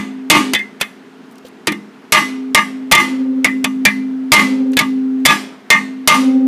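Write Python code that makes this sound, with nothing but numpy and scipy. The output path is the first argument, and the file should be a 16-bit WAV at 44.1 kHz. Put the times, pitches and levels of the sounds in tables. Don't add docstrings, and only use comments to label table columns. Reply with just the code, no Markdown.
import sys
import numpy as np
from scipy import signal
from scipy.fft import rfft, irfft, next_fast_len
from scipy.io import wavfile
from scipy.ndimage import uniform_filter1d, minimum_filter1d

SR = 44100
rng = np.random.default_rng(int(sys.argv[2]) if len(sys.argv) > 2 else 0)


def inscribe(sig):
    pcm = np.round(np.clip(np.atleast_2d(sig).T, -1, 1) * 32767)
    wavfile.write(sys.argv[1], SR, pcm.astype(np.int16))


N = 285327


def amp(db):
    return 10 ** (np.asarray(db) / 20)


def unit(x):
    return x / np.sqrt(np.mean(x ** 2) + 1e-20)


def along(points, hz):
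    point_hz, value = np.transpose(points)
    return np.interp(np.log(hz + 1), np.log(point_hz + 1), value)


def filtered(x, response):
    size = next_fast_len(len(x) + 8192)
    hz = np.fft.rfftfreq(size, 1 / SR)
    return irfft(rfft(x, size) * response(hz), size)[:len(x)]


def white(length):
    return rng.standard_normal(length)


def dying_noise(t60s, spectrum, damping, length):
    hz, t, bands = signal.stft(white(length), SR, nperseg=128)
    colour = unit(amp(along(spectrum, hz)))
    t60 = damping * along(t60s, hz)
    decay = amp(-60 * t / t60[:, None])
    return signal.istft(bands * decay * colour[:, None], SR, nperseg=128)[1][:length]


def ringing(modes_hz, modes, t, damping, rise_s, scatter_db, rough):
    hz = np.reshape(modes_hz, (-1, 1))
    level_db, t60 = np.transpose(modes)[..., None]
    level_chance, phase_chance = rng.standard_normal((2, len(modes), 1))
    knots = rng.standard_normal((2, len(modes), 48)).astype(np.float32)
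    steps = np.repeat(knots, len(t) // 48 + 1, axis=2)
    level_wander, phase_wander = rough * uniform_filter1d(steps, size=500, axis=2)[..., :len(t)]
    decay = np.exp((-np.log(1000) * t / (damping * t60)).astype(np.float32))
    phase = (2 * np.pi * (hz * t + phase_chance)).astype(np.float32) + phase_wander
    strength = amp(level_db + scatter_db * level_chance)
    waves = strength * (decay * (1 + level_wander) * np.sin(phase))
    return waves.sum(0) * (1 - np.exp(-t / rise_s))


# pitch_hz [Hz], density_db [relative dB per Hz]
CLATTER_SPECTRUM = [(35, -63), (60, -22), (198, -5), (748, -11), (1170, -11.5), (1540, -13.5), (2090, -6.5),
                    (2700, -8), (12100, -16), (14500, -68), (16000, -55)]
# pitch_hz [Hz], t60_s [s]
CLATTER_DECAY = [(200, 0.072), (800, 0.16), (2000, 0.2), (5000, 0.1), (14000, 0.068)]
SPIKE_HZ, SPIKE_GRIT = 3320, .6
RATTLE_DB, RATTLE_S = 1.5, .003


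def contact_crack(spike_db, clatter_db, looseness, t):
    tone = np.sin(2 * np.pi * SPIKE_HZ * t)
    spike = amp(spike_db - 60 * t / 0.002) * (tone + SPIKE_GRIT * white(len(t)))

    tilt_db = 0.073 * (clatter_db + 9.5)
    burst = amp(5.5 + 2 * tilt_db - 60 * t / 0.023) * uniform_filter1d(white(len(t)), size=2)
    colour = [(hz, level + tilt_db * np.log2(max(hz, 500) / 3000)) for hz, level in CLATTER_SPECTRUM]
    grains = uniform_filter1d(white(len(t)), size=int(RATTLE_S * SR))
    lumps = amp(RATTLE_DB * unit(grains))
    clatter = amp(8.0) * dying_noise(CLATTER_DECAY, colour, looseness, len(t))
    clatter *= 1 - np.exp(-t / 0.0015)
    return spike + amp(clatter_db) * (burst + lumps * clatter)


BLOCK_PITCHES = [614, 858, 916, 1105, 1153, 1204]
POLE_PITCHES = [1686, 1836, 1960, 2196, 2366]
UPPER_PITCHES = [2541, 3128, 3265, 3585, 3903, 4743, 5050]
LEAD_PITCHES = [2030, 2104, 2853, 3487, 6008]
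# level_db [relative dB], t60_s [s]
BLOCK_MODES = [(-3.5, 0.18), (-13.5, 0.38), (-2.5, 0.25), (-10, 0.38), (-7, 0.31), (2, 0.3)]
POLE_MODES = [(-6.5, 0.33), (-7, 0.39), (-5.5, 0.27), (10, 0.079), (-4.5, 0.24)]
UPPER_MODES = [(-0.5, 0.24), (-6.5, 0.2), (6.5, 0.026), (-5, 0.092), (-7.5, 0.062), (0.5, 0.061),
               (-12.5, 0.06)]
# [s, before scaling by looseness]
LEAD_STRENGTHS = [(-0.8, 0.53), (1.45, 0.22), (-10.5, 0.31), (9, 0.13), (-22, 0.34)]
RING_TIGHT, RING_LOOSENS = 0.3, 0.36
LEAD_TIGHT, LEAD_LOOSENS = 0.5, 0.17


def metal_rings(tone_db, block_db, pole_db, clang_db, upper_db, looseness, t):
    damping = RING_TIGHT + RING_LOOSENS * looseness
    lead_damping = LEAD_TIGHT + LEAD_LOOSENS * looseness
    followed_db = tone_db, clang_db, block_db, upper_db, block_db
    lead = [(level + struck, t60) for (level, t60), struck in zip(LEAD_STRENGTHS, followed_db)]
    rings = amp(block_db) * ringing(BLOCK_PITCHES, BLOCK_MODES, t, damping,
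                                    rise_s=0.015, scatter_db=0.5, rough=0.43)
    rings += amp(pole_db) * ringing(POLE_PITCHES, POLE_MODES, t, damping,
                                    rise_s=0.003, scatter_db=5.5, rough=0.75)
    rings += amp(upper_db) * ringing(UPPER_PITCHES, UPPER_MODES, t, damping,
                                     rise_s=0.00073, scatter_db=1.5, rough=0.87)
    rings += ringing(LEAD_PITCHES, lead, t, lead_damping, rise_s=0.0083, scatter_db=1.0, rough=0.27)
    return rings


THUMP_PITCHES = [162, 300, 350]
# level_db [relative dB], t60_s [s]
THUMP_MODES = [(1.5, 0.28), (-2.5, 0.5), (-9.5, 0.58)]
STAND_HZ, STAND_MODE = 208.5, (0.0032, 0.73)


def stand_thump(thump_db, stand_db, t):
    thump = amp(thump_db) * ringing(THUMP_PITCHES, THUMP_MODES, t, 0.73,
                                    rise_s=0.0035, scatter_db=-4.0, rough=0.8)
    stand = amp(stand_db) * ringing(STAND_HZ, [STAND_MODE], t, 0.87,
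                                    rise_s=0.011, scatter_db=2.5, rough=0.34)
    return thump + stand


# pitch_hz [Hz], t60_s [s]
SHOP_DECAY = [(200, 1), (800, 0.85), (2000, 0.57), (5000, 0.49), (14000, 0.33)]


def shop_answer(sound):
    spectrum = [(50, -38.5), (300, 1.5), (16000, 7.0)]  # Hz, relative dB
    tail = dying_noise(SHOP_DECAY, spectrum, 0.96, len(sound))
    return signal.fftconvolve(sound, tail / np.linalg.norm(tail))[:len(sound)]


# spike_db, tone_db (long tone),
# clatter_db, block_db, pole_db, clang_db, upper_db, thump_db, stand_db
BLOW_EVENTS = [(-.12, -5.5, -6, -0.5, 2.5, -1, -5, -6.5, -13, -9, 1.12),
               (.3, 17.5, -12, 7, 9.5, -17, 13.5, 3.5, -1.5, -9, 1.03),
               (.535, 0.5, -10, -12.5, -25, -20.5, -6.5, -24, -44, -23, 0.36),
               (0.549, -6, -30, -23, -44, -16, -27, -11, -48, -31, 0.66),
               (.591, -20.5, -49, -36.5, -48, -27, -8.5, -34, -58, -38, 0.46),
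               (.812, -1, -31, -16.5, -26, -21, -14.5, -17.5, -54, -33, .5),
               (1.671, -14.5, -21.5, -15.5, -16.5, -16.5, -19, -17, -23.5, -19.5, 0.61),
               (1.721, -23.5, -45, -24, -24, -37, -21, -31, -42, -25, 0.27),
               (2.122, -4.5, 2.5, 5.5, 10, -1.5, 10, -7, -11.5, -16, 0.92),
               (2.547, 1, -11, -3, 4, 2, 6.5, -8.5, -25.5, -13.5, 0.78),
               (2.914, -3.5, -9, -12.5, 1, -24, -24, -20, -34, -47, .94),
               (2.922, 5.5, 0.5, 5.5, 15, 9, 17.5, 4.5, -8, -13, 0.73),
               (2.951, -2, -2.5, 4, -10.5, -22.5, 15, 3, -16, -38, 0.38),
               (3.445, 6.5, -8.5, -12.5, -16, -9.5, -16, -27, -22.5, -22, .64),
               (3.643, -11.5, -24, -13, -12, -24, -26, -17.5, -31, -17.5, 0.38),
               (3.852, 5.5, -8, -7.5, -11.5, -4, -3, -9.5, -22.5, -13.5, .66),
               (4.319, -0.5, 4.5, 5, 12.5, -2.5, 10.5, 6, -6, -11, 0.82),
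               (4.334, 13, -16, 4.5, -4.5, -15.5, 16, -10.5, -24, -23, 0.9),
               (4.769, 5.5, -24.5, -13, -23, -20.5, -27, -14.5, -53.5, -19.5, 0.56),
               (4.79, 6.5, -19.5, -12, -8, -13.5, -21, -17.5, -22.5, -32.5, 0.75),
               (5.252, -14, -24, -13.5, -33, -15.5, -20, -14, -30, -33, 0.64),
               (5.258, 6, -23, 4, 4.5, 4, 9, 4.5, -10, -14, 0.97),
               (5.275, 3.5, -32, -18, 2, -24, -6, -1, -20, -23.5, 0.53),
               (5.703, -5, -8, -1, 4, -1, 16, 1.5, -26.5, -16.5, 0.75),
               (6.075, 6, -10, 8.5, 12, -3, 13.5, -7, -7, -11.5, 0.88)]
PRE_ROLL = SR // 4


def blows():
    out = np.zeros(N + PRE_ROLL + SR)
    t = np.arange(SR // 2) / SR
    fade = np.clip((.5 - t) / 0.073, 0, 1)
    for (start_s, spike_db, tone_db, clatter_db, block_db, pole_db, clang_db, upper_db,
         thump_db, stand_db, looseness) in BLOW_EVENTS:
        contact = contact_crack(spike_db, clatter_db, looseness, t)
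        rings = metal_rings(tone_db, block_db, pole_db, clang_db, upper_db, looseness, t)
        reverb = amp(-20) * shop_answer(contact + amp(-11.0) * rings)
        low = stand_thump(thump_db, stand_db, t)
        first = PRE_ROLL + round(start_s * SR)
        out[first:][:len(t)] += (contact + rings + reverb + low) * fade
    return out[PRE_ROLL:PRE_ROLL + N]


# start_s [s], hum_db and upper_hum_db [rms dB before swell and sag],
# swell_s [s], sag_db_per_s [dB/s, negative grows], rocking [initial depth, 0-1]
SWELLS = [(-.12, -26.5, -44, 0.12, -2, 0), (.3, -21.5, -35, 0.11, -12, 0.02),
          (.535, -42.5, -53.5, 0.042, 2, 0.2), (2.122, -21.5, -38, 0.13, 1, 0.04),
          (2.545, -22.5, -42.5, .13, 4.5, 0.17), (2.922, -12, -38, 0.21, 6.5, 0.3),
          (3.445, -16.5, -40, 0.05, 3, 0.12), (3.643, -19.5, -47, 0.018, -15, 0.04),
          (3.852, -16.5, -43.5, 0.088, 8.5, .07), (4.321, -13.5, -34.5, .12, -0.5, 0.34),
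          (4.769, -14, -37, 0.083, 3.5, .07), (5.256, -16.5, -28, .1, 75, 0),
          (5.703, -21.5, -59, 0.1, 13.5, 0.1), (6.072, -7.5, -35.5, 0.13, 6.5, 0.36)]
HUM_HZ, UPPER_HUM_HZ, ROCK_HZ, SHAKE_HZ = 261.8, 408.5, 11.8, 28.5
DIP_S, ROCK_T60_S = 0.0095, 8.2


def hum():
    t = np.arange(N) / SR
    level, upper, depth, since = np.zeros((4, N))
    ends = [row[0] for row in SWELLS[1:]] + [N / SR]
    for (start_s, hum_db, upper_db, swell_s, sag_db, rocking), end in zip(SWELLS, ends):
        age = np.maximum(t - start_s, 0)
        swell = 1 - np.exp(-(age / swell_s) ** 2)
        dip = np.exp(-np.maximum(t - end, 0) / DIP_S)
        shape = swell * amp(-sag_db * age) * dip
        level += amp(hum_db) * np.sqrt(2) * shape
        upper += amp(upper_db) * np.sqrt(2) * shape
        depth = np.where(t > start_s, rocking, depth)
        since = np.where(t > start_s, age, since)
    depth = depth * amp(-60 * since / ROCK_T60_S)
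    rock = np.sin(2 * np.pi * ROCK_HZ * since + 4.84)
    shake = np.sin(2 * np.pi * SHAKE_HZ * since)
    phase = 2 * np.pi * HUM_HZ * t
    octave = depth * (0.31 * rock + 0.18 * shake) * np.sin(2 * phase)
    third = 0.16 * level ** 2 * np.sin(3 * phase)
    low = level * ((1 + depth * rock) * np.sin(phase) + octave + third)
    return low + upper * np.sin(2 * np.pi * UPPER_HUM_HZ * t)


# start_s [s], level_db [relative dB], centre_hz [Hz],
# knock_db [dB, before level_db is added], t60_s [s]
TOUCHES = [(0.2495, -56, 4900, -18, 0.017), (0.8, -32.5, 2250, -9, 0.11), (1.311, -42, 9000, -16, 0.016),
           (1.319, -51, 11570, -20, 0.043), (1.3553, -40, 6000, -34, 0.014),
           (1.381, -35.5, 5470, -20, 0.016), (1.449, -41, 2860, 15.5, 0.059), (1.458, -52, 7600, -20, .03),
           (1.464, -42, 3240, -24, 0.063), (1.468, -49, 11100, -20, .03), (1.482, -42, 8600, -16, 0.027),
           (4.668, -51, 5000, -26, 0.022), (4.717, -39.5, 7140, -24, 0.027),
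           (4.732, -30.5, 2310, -14.5, 0.045), (5.199, -54.5, 5000, -17, 0.039)]


def ticks():
    out = np.zeros(N + SR)
    t = np.arange(SR // 10) / SR
    for start_s, level_db, centre_hz, knock_db, t60_s in TOUCHES:
        width_hz = centre_hz * .6

        def resonance(hz):
            return 1j * hz * width_hz / (centre_hz ** 2 - hz * hz + 1j * hz * width_hz)

        envelope = amp(6 - 60 * t / t60_s) * (1 - np.exp(-t / 0.0026))
        grit = unit(filtered(white(len(t)), resonance)) * envelope
        knock = amp(knock_db - 60 * t / 0.049) * np.sin(2 * np.pi * 500 * t)
        out[round(start_s * SR):][:len(t)] += amp(level_db) * (grit + knock)
    return out[:N]


# pitch_hz [Hz], density_db [relative dB per Hz]
AIR_SPECTRUM = [(24, -106.5), (40, -67), (184, -14), (231, -9.5), (269, -14.5), (328, -15.5), (444, -14.5),
                (570, -33), (614, -22.5), (732, -23.5), (1630, -26.5), (2830, -33.5), (13100, -56),
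                (16000, -62)]


def air():
    bands = signal.stft(white(N), nperseg=512)[2]
    field = uniform_filter1d(rng.standard_normal(bands.shape), 5, 0)
    field = uniform_filter1d(field, 12, 1)
    patchy = signal.istft(bands * amp(0.9 * unit(field)), nperseg=512)[1][:N]
    shaped = filtered(patchy, lambda hz: amp(along(AIR_SPECTRUM, hz)))
    return amp(-40.5) * unit(shaped)


def scene():
    return (blows() + hum() + ticks() + air())[None]


# pitch_hz [Hz], gain_db [dB]
TREBLE_LIMIT = [(14800, -1), (15300, -1.5), (15600, -30)]
BASS_CORNER_HZ, TOP_HZ = 25, 16100
LIMIT, HOLD_S, LAG_S = 2.3, 0.018, 0.00037


def record(dry):
    x = filtered(dry[0], lambda hz: (1j * hz / (BASS_CORNER_HZ + 1j * hz)) ** 2)
    needed_gain = np.minimum(1, LIMIT / (np.abs(x) + 1e-9))
    hold, lag = int(HOLD_S * SR), int(LAG_S * SR)
    held_gain = minimum_filter1d(needed_gain, size=hold, origin=(hold - 1) // 2)
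    limited = x * uniform_filter1d(held_gain, size=lag, origin=(lag - 1) // 2)
    clipped = limited / (1 + np.abs(limited / .95) ** 6) ** (1 / 6)
    heard = filtered(clipped, lambda hz: amp(along(TREBLE_LIMIT, hz)) * (hz < TOP_HZ))
    return np.clip(heard, -1, 1)[None]


dry = scene()
out = record(dry)
inscribe(out)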